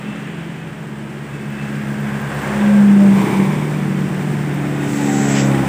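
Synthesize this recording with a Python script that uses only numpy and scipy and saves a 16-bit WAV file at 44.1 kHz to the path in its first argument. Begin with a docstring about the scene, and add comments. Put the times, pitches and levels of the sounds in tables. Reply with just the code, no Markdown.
"""Two loaded diesel trucks climb a mountain road and pass close to the microphone, one behind the other.
Exhausts are sums of firing harmonics: the first booms as its pipe sweeps past, the second nears with a growl.
Coloured noise makes the tyre rush, the clatter, the knock and the hiss of air from the second truck.
A car ahead of them hums away, a faint brake squeal comes from up the road, and there are tiny high chirps."""
import sys
import numpy as np
from scipy.fft import rfft, irfft, next_fast_len
from scipy.io import wavfile
from scipy.ndimage import map_coordinates

SR = 44100
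rng = np.random.default_rng(int(sys.argv[2]) if len(sys.argv) > 2 else 0)


def file_out(sig):
    """Save sig as 16-bit WAV at sys.argv[1]."""
    # one column per channel
    cols = np.atleast_2d(sig).T
    # limit, then scale
    lim = np.clip(cols, -1, 1)
    pcm = np.round(lim * 32767).astype(np.int16)
    wavfile.write(sys.argv[1], SR, pcm)


N = 250488
T = np.arange(N) / SR  # time in s

# The first truck's engine. Each row: time in seconds, firing rate in Hz.
FIRST_FIRING = [(0, 69.5), (1, 70.55), (2.4, 69.25), (2.7, 68.57), (3.2, 65.24), (4, 64.01), (4.5, 63.0),
                (5.68, 62.2)]
# Colour of the finest hiss, on the road and in the air spit. Each row: frequency in Hz, relative level in dB.
SIZZLE_COLOUR = [(2500, -18), (4200, 0), (5500, 2), (6800, -0.5), (7600, 5), (8000, 3.5), (8400, 5),
                 (9500, 0.5), (11500, -17.5), (13000, -9.5), (15000, -2)]


def first_truck():
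    """The pipe rings at the third harmonic of the firing and booms as it sweeps past."""
    # Exhaust boom, the third harmonic. Each row: time in seconds, level in dB.
    pipe_boom = [(0.0, -38), (0.09, -23), (0.13, -31), (0.65, -37), (0.99, -31), (1.34, -40), (1.41, -30),
                 (2.09, -23), (2.4, -35), (2.63, -13), (2.78, -8), (3.1, -8), (3.22, -14), (3.28, -26),
                 (3.39, -12), (3.66, -31), (3.88, -21), (4.6, -30)]
    # Passes of the second harmonic, the firing throb and the growl.
    # Each: closest at in seconds, half-width in seconds, level there in dB, steepness.
    hum_pass = (2.1, .38, -27.2, .72)
    throb_pass = (2.55, .18, -40.5, .55)
    growl_pass = (3.2, .25, -28, .76)
    # Weaker exhaust lines. Each row: multiple of the firing rate, relative level in dB.
    growl_lines = [(2.5, -0.5), (3.5, -1), (4, 0), (4.5, -4.5), (5, 0), (5.5, -1), (6, -5.5), (6.5, -6),
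                   (7, -4), (8, -3), (9, -4.5), (10, -16), (11, -20.5), (12, -4.5), (13.5, -11)]

    firing_hz, = curves(FIRST_FIRING)
    boom_db, = curves(pipe_boom)
    turns = cycles(firing_hz)
    smear = .1  # turns
    hum = passing(*hum_pass) * harmonic(turns, 2, smear)
    boom = amp(boom_db) * harmonic(turns, 3, smear)
    throb = passing(*throb_pass) * tone(turns)
    growl = passing(*growl_pass) * rasp(turns, growl_lines, smear, flutter_db=2, drift=0.019)
    return hum + boom + throb + growl + rings(turns, "first", rough=0.061, flutter_db=2)


def second_truck():
    """Its note rises a little, then sinks under load while growl and diesel knock grow with nearness."""
    # Each row: time in seconds, firing rate in Hz.
    firing = [(2, 73.56), (3.45, 75.3), (4.1, 74.09), (5, 71.5), (5.25, 70.25), (5.68, 67.1)]
    # Exhaust in the open. Each row: time in seconds, second, third and fourth harmonic in dB.
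    pipe_levels = [(3.5, -20, -27, -35), (4.02, -23, -29, -35), (4.17, -23, -42, -41),
                   (4.33, -22, -25, -35), (4.52, -21, -38, -31), (5.08, -26, -21, -19),
                   (5.51, -16, -18, -23), (5.63, -22, -25, -21), (5.68, -23, -25, -33)]
    # The first truck screens it: clear at in seconds, time to come clear in seconds, screening in dB.
    screen = (3.5, .35, -11)
    # Each pass: closest at in seconds, half-width in seconds, level there in dB, steepness.
    throb_pass = (5.68, .12, -34.5, .74)
    growl_pass = (5.68, 1.1, -25.3, 2.5)
    knock_pass = (5.25, .46, -30.3, 2.2)
    # Weaker exhaust lines. Each row: multiple of the firing rate, relative level in dB.
    growl_lines = [(2.5, -3.5), (3.5, -5), (4.5, 2.5), (5, 4.5), (5.5, -3.5), (6, -3.5), (6.5, -6), (7, -6),
                   (8, -5.5), (8.5, -9), (9, -7.5), (10, -6), (10.5, -20), (11, -8.5), (11.5, -14.5),
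                   (12, -7.5), (13, -23)]
    # Each row: frequency in Hz, relative level in dB.
    knock_colour = [(1100, -30.5), (1450, 2), (1670, -3.5), (1880, 3), (2100, -0.5), (2280, -5), (2530, -4),
                    (2800, -9), (3080, -8.5), (3350, -14), (3700, -8.5), (4100, -26.5)]

    firing_hz, = curves(firing)
    turns = cycles(firing_hz)
    smear = .08  # turns
    clear_s, clearing_s, screen_db = screen
    fade_in = np.clip(T / 2, 0, 1) ** 2
    screening = amp(screen_db * np.clip((clear_s - T) / clearing_s, 0, 1))
    exhaust = sum(amp(db) * harmonic(turns, k, smear) for k, db in enumerate(curves(pipe_levels), 2))
    boom = fade_in * screening * exhaust
    throb = passing(*throb_pass) * tone(turns)
    growl = passing(*growl_pass) * rasp(turns, growl_lines, smear, flutter_db=4.0, drift=0.018)
    gate = 2 + 0.55 * knocks(firing_hz, scatter_db=-1, decay=0.32)
    knock = passing(*knock_pass) * amp(wobble(30)) * noise(knock_colour, gate)
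    return boom + throb + growl + knock + rings(turns, "second", rough=0.13, flutter_db=2.5)


def air():
    """Air spits and hisses from the second truck and ends in a broader puff, all coloured noise."""
    # Each burst: peak at in seconds, rise in seconds, fall in seconds, level in dB.
    spit_burst = (4.93, .08, .2, -39.5)
    hiss_burst = (5.36, .39, .115, -30)
    puff_burst = (5.365, .022, .065, -25.5)
    # Each row: frequency in Hz, relative level in dB.
    hiss_colour = [(2000, -30), (4300, -15), (4700, -18), (5700, -12.5), (6400, -8), (7100, -8),
                   (7780, -0.5), (8030, -4), (8200, -30), (10000, -35), (14000, -59)]
    puff_colour = [(600, -33), (1300, 3), (2500, 5.5), (3400, 2), (4300, -8.5), (4800, 3), (7800, -8),
                   (8300, -33), (12000, -57)]

    spit = burst(*spit_burst) * noise(SIZZLE_COLOUR)
    hiss = burst(*hiss_burst) * amp(0.62 * wobble(30)) * noise(hiss_colour)
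    puff = burst(*puff_burst) * noise(puff_colour)
    return spit + hiss + puff


def road():
    """Bodies rumble, tyres roar, and the first truck's machinery clatters with its firing, shaken by bumps."""
    # Wheels and bodies going by: car, first truck head-on, its front wheels, rear wheels, tail, second truck.
    # Each row: loudest at in seconds, half-width in seconds, rumble, tyre roar, clatter and sizzle in dB.
    passes = [(0.1, .4, -37.5, -40.8, -38, -55), (1.75, .3, -52, -54, -38.3, -52.2),
              (2.55, .26, -40, -28, -30.8, -42.5), (3.25, .24, -21.8, -30.4, -32.5, -39.8),
              (4.2, .55, -26.3, -38, -36, -47.6), (5.68, .5, -30.5, -27.4, -33.3, -39.7)]
    # Traffic farther off: rumble, tyre roar, clatter and sizzle in dB.
    far_traffic = (-37.5, -45.2, -46, -59)
    # The sizzle dips briefly: lowest at in seconds, fall in seconds, recovery in seconds, depth in dB.
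    sizzle_dip = (5.39, .14, .06, -12)
    # Closest at in seconds, half-width in seconds, level there in dB, steepness.
    gears_pass = (2.5, .6, -35.7, 1.7)
    # Engine bay, open to the road past the cab: peak at in seconds, rise and fall in seconds, level in dB.
    bay_burst = (3.19, .07, .56, -28.6)
    # Each row: frequency in Hz, relative level in dB.
    rumble_colour = [(20, -35), (45, -29.5), (70, -20), (110, 0), (170, 2), (250, -0.5), (350, 1.5),
                     (480, -10.5), (700, -26), (1500, -44.5)]
    tyre_colour = [(200, -22), (400, 0.5), (550, 0), (850, 0), (1100, -2), (1500, -9.5), (2500, -30),
                   (5000, -46)]
    clatter_colour = [(700, -37), (1250, -4), (1620, 0), (1900, -1), (2300, -4), (2600, -6.5), (2900, -9),
                      (3500, -13), (4100, -21.5), (6000, -27), (8000, -22.5), (11000, -46)]
    gears_colour = [(1250, -35), (1480, -4.5), (1600, 6), (1720, -4), (1900, -6), (2300, -31.5)]
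    bay_colour = [(550, -29), (780, -0.5), (1000, 4.5), (1130, 1), (1300, -26), (1800, -14), (2300, -0.5),
                  (2700, -18), (3500, -13.5), (4500, -31.5)]

    steep = 1.1  # how sharply the noise falls with distance
    power = sum(passing(s, half, np.array(levels_db)[:, None], steep) ** 2 for s, half, *levels_db in passes)
    far_power = amp(far_traffic)[:, None] ** 2
    rumble, tyres, clatter, sizzle = np.sqrt(power + far_power)
    firing_hz, = curves(FIRST_FIRING)
    gate = 2.5 + 0.31 * knocks(firing_hz, scatter_db=3, decay=0.43)
    *dip, dip_db = sizzle_dip
    treble_db = dip_db * swell(*dip) + 0.7 * wobble(28)
    treble = sizzle * amp(treble_db) * noise(SIZZLE_COLOUR, 1.0 + gate)
    rattle = clatter * amp(.6 * wobble(26)) * noise(clatter_colour, gate)
    gears = passing(*gears_pass) * amp(1.3 * wobble(30)) * noise(gears_colour, gate)
    bay = burst(*bay_burst) * amp(1.3 * wobble(35)) * noise(bay_colour, gate)
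    return rumble * noise(rumble_colour) + tyres * noise(tyre_colour) + rattle + gears + bay + treble


def car():
    """A smooth petrol hum, one wavering tone, and a light whir of noise, fading up the road."""
    # Each row: time in seconds, engine note in Hz, mean level in dB.
    engine_note = [(0, 168.2, -36.5), (.5, 164, -31.5), (1, 158.5, -38), (1.4, 155.2, -37), (2, 151.4, -42),
                   (2.6, 150, -70)]
    # Closest at in seconds, half-width in seconds, level there in dB, steepness.
    whir_pass = (.15, .5, -47, 1.4)
    # Each row: frequency in Hz, relative level in dB.
    whir_colour = [(1900, -25), (2550, 0), (3100, -1), (3600, -12), (4600, -30), (8000, -45)]

    hz, db = curves(engine_note)
    hum = amp(db + 0.79 * wobble(8.5)) * tone(cycles(hz))
    return hum + passing(*whir_pass) * noise(whir_colour)


def brake():
    """A thin squeal that comes and goes, a tone unsteady in pitch and level."""
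    # Each row: peak at in seconds, mean pitch in Hz, mean level in dB, half-length in seconds.
    squeals = [(.11, 2655, -43, .07), (.3, 2615, -55, .15), (.6, 2560, -48, .05), (1.4, 2605, -48, .12),
               (1.61, 2640, -42.5, .08), (1.9, 2610, -57, .2)]
    return sum(burst(s, length, length, db + 2.5 * wobble(40)) * tone(cycles(hz + 22 * wobble(110)))
               for s, hz, db, length in squeals)


def chirps(length=.008):
    """Tiny, very high squeaks: narrow noise in bells of the given half-length in seconds."""
    # Each row: peak at in seconds, centre in Hz, band half-width in Hz, level in dB.
    squeaks = [(1.505, 15050, 250, -53), (1.935, 15000, 300, -56), (2.005, 13900, 450, -51),
               (2.215, 14400, 900, -48), (2.347, 13900, 1100, -47), (2.42, 14000, 350, -51),
               (4.55, 13700, 1100, -46)]
    shape = [(-2, -40), (-1, -4), (0, 0), (1, -4), (2, -40)]  # (half-widths off centre, dB)
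    total = 0
    for s, hz, width, db in squeaks:
        band = [(hz + offset * width, band_db) for offset, band_db in shape]
        total = total + burst(s, length, length, db) * noise(band)
    return total


def harmonic(turns, k, smear):
    """One exhaust harmonic; the pipe lets the highs out first, so each pulse is a falling blip."""
    return tone(k * turns + smear * k * k)


def rasp(turns, lines, smear, flutter_db, drift):
    """Exhaust harmonics, each wavering; unequal cylinders add the lines halfway between them."""
    return unit(sum(amp(db + flutter_db * wobble(5.5)) * harmonic(turns + drift * wobble(14), k, smear)
                    for k, db in lines))


def rings(turns, truck, rough, flutter_db):
    """Panels ring: single engine harmonics swell and fade, unsteady in level and pitch."""
    # Each row: truck, peak at in seconds, multiple of the firing rate, mean level in dB, half-length in seconds.
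    panels = [("first", 0.11, 4, -37, 0.22), ("first", 2.575, 5.5, -35, 0.084),
              ("first", 2.71, 8, -30, 0.15), ("first", 2.717, 10, -38, 0.088),
              ("first", 2.86, 4.5, -35.5, .1), ("first", 3.032, 9, -30, 0.056),
              ("first", 3.27, 15, -35, 0.085), ("first", 3.304, 6.5, -31, 0.17),
              ("second", 4.65, 10, -40.5, 0.072), ("second", 4.85, 5.5, -31, 0.18),
              ("second", 5.03, 12, -36, 0.12), ("second", 5.15, 11, -29.5, 0.1),
              ("second", 5.3, 10, -32, 0.044), ("second", 5.3, 6, -31.5, 0.11),
              ("second", 5.62, 12, -27.5, 0.083), ("second", 5.63, 5, -28.5, .12)]
    return sum(burst(s, length, length, db + flutter_db * wobble(45)) * tone(k * turns + rough * wobble(50))
               for which, s, k, db, length in panels if which == truck)


def knocks(firing_hz, scatter_db, decay):
    """One sharp swell for each firing, in a four-cylinder pattern with chance on top."""
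    turns = cycles(firing_hz)
    stroke = turns.astype(int)
    chance = rng.standard_normal(size=1024)[stroke]
    pattern = np.cos(np.pi * stroke) / 2 + np.cos(np.pi * stroke / 2) / 2
    return unit(amp(scatter_db * (chance + pattern)) * np.exp(-(turns % 1) / decay))


def passing(s, half, db, steep):
    """Gain of a straight drive-by, closest at s; steepness 1 spreads evenly, 2 beams sideways."""
    return amp(db) * np.hypot(1, (T - s) / half) ** -steep


def swell(s, rise, fall):
    """A bell that peaks at 1 at time s."""
    return np.exp(-((T - s) / np.where(T < s, rise, fall)) ** 2)


def burst(s, rise, fall, db):
    """Gain of a sound that swells and dies away."""
    return amp(db) * swell(s, rise, fall)


def amp(db):
    """Decibels to gain."""
    return 10 ** (np.asarray(db) / 20)


def unit(x):
    """Scale to rms 1."""
    return x / np.sqrt(np.mean(x ** 2) + 1e-20)


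def along(points, hz):
    """Read (Hz, value) points on a log axis."""
    f, v = np.transpose(points)
    return np.interp(np.log(hz + 1), np.log(f + 1), v)


def curves(rows):
    """One value per sample for each column after the time."""
    s, *cols = np.transpose(rows)
    return [np.interp(T, s, c) for c in cols]


def wobble(rate):
    """A smooth random curve, rate knots a second."""
    knots = rng.standard_normal(int(N * rate / SR) + 4)
    coarse = T[::32]  # the curve is slow enough to draw at every 32nd sample
    return np.interp(T, coarse, map_coordinates(knots, [coarse * rate]))


def filtered(x, response):
    """x times a response of frequency."""
    m = next_fast_len(N + SR // 2)
    return irfft(rfft(x, m) * response(np.fft.rfftfreq(m, 1 / SR)), m)[:N]


def noise(colour, gate=1):
    """Gated noise through a colour, rms 1."""
    return unit(filtered(gate * rng.standard_normal(N), lambda hz: amp(along(colour, hz))))


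def cycles(hz):
    """Cycles completed at a changing rate, from a random start."""
    return np.cumsum(hz) / SR + rng.random()


def tone(turns):
    """A cosine of rms 1."""
    return np.sqrt(2) * np.cos(2 * np.pi * turns)


def scene():
    """All the traffic, heard from the roadside."""
    return (first_truck() + second_truck() + air() + road() + car() + brake() + chirps())[None]


def record(dry):
    """The microphone channel keeps nothing above its band limit."""
    top_hz = 15550
    return filtered(dry[0], lambda hz: hz < top_hz)[None]


dry = scene()
out = record(dry)
file_out(out)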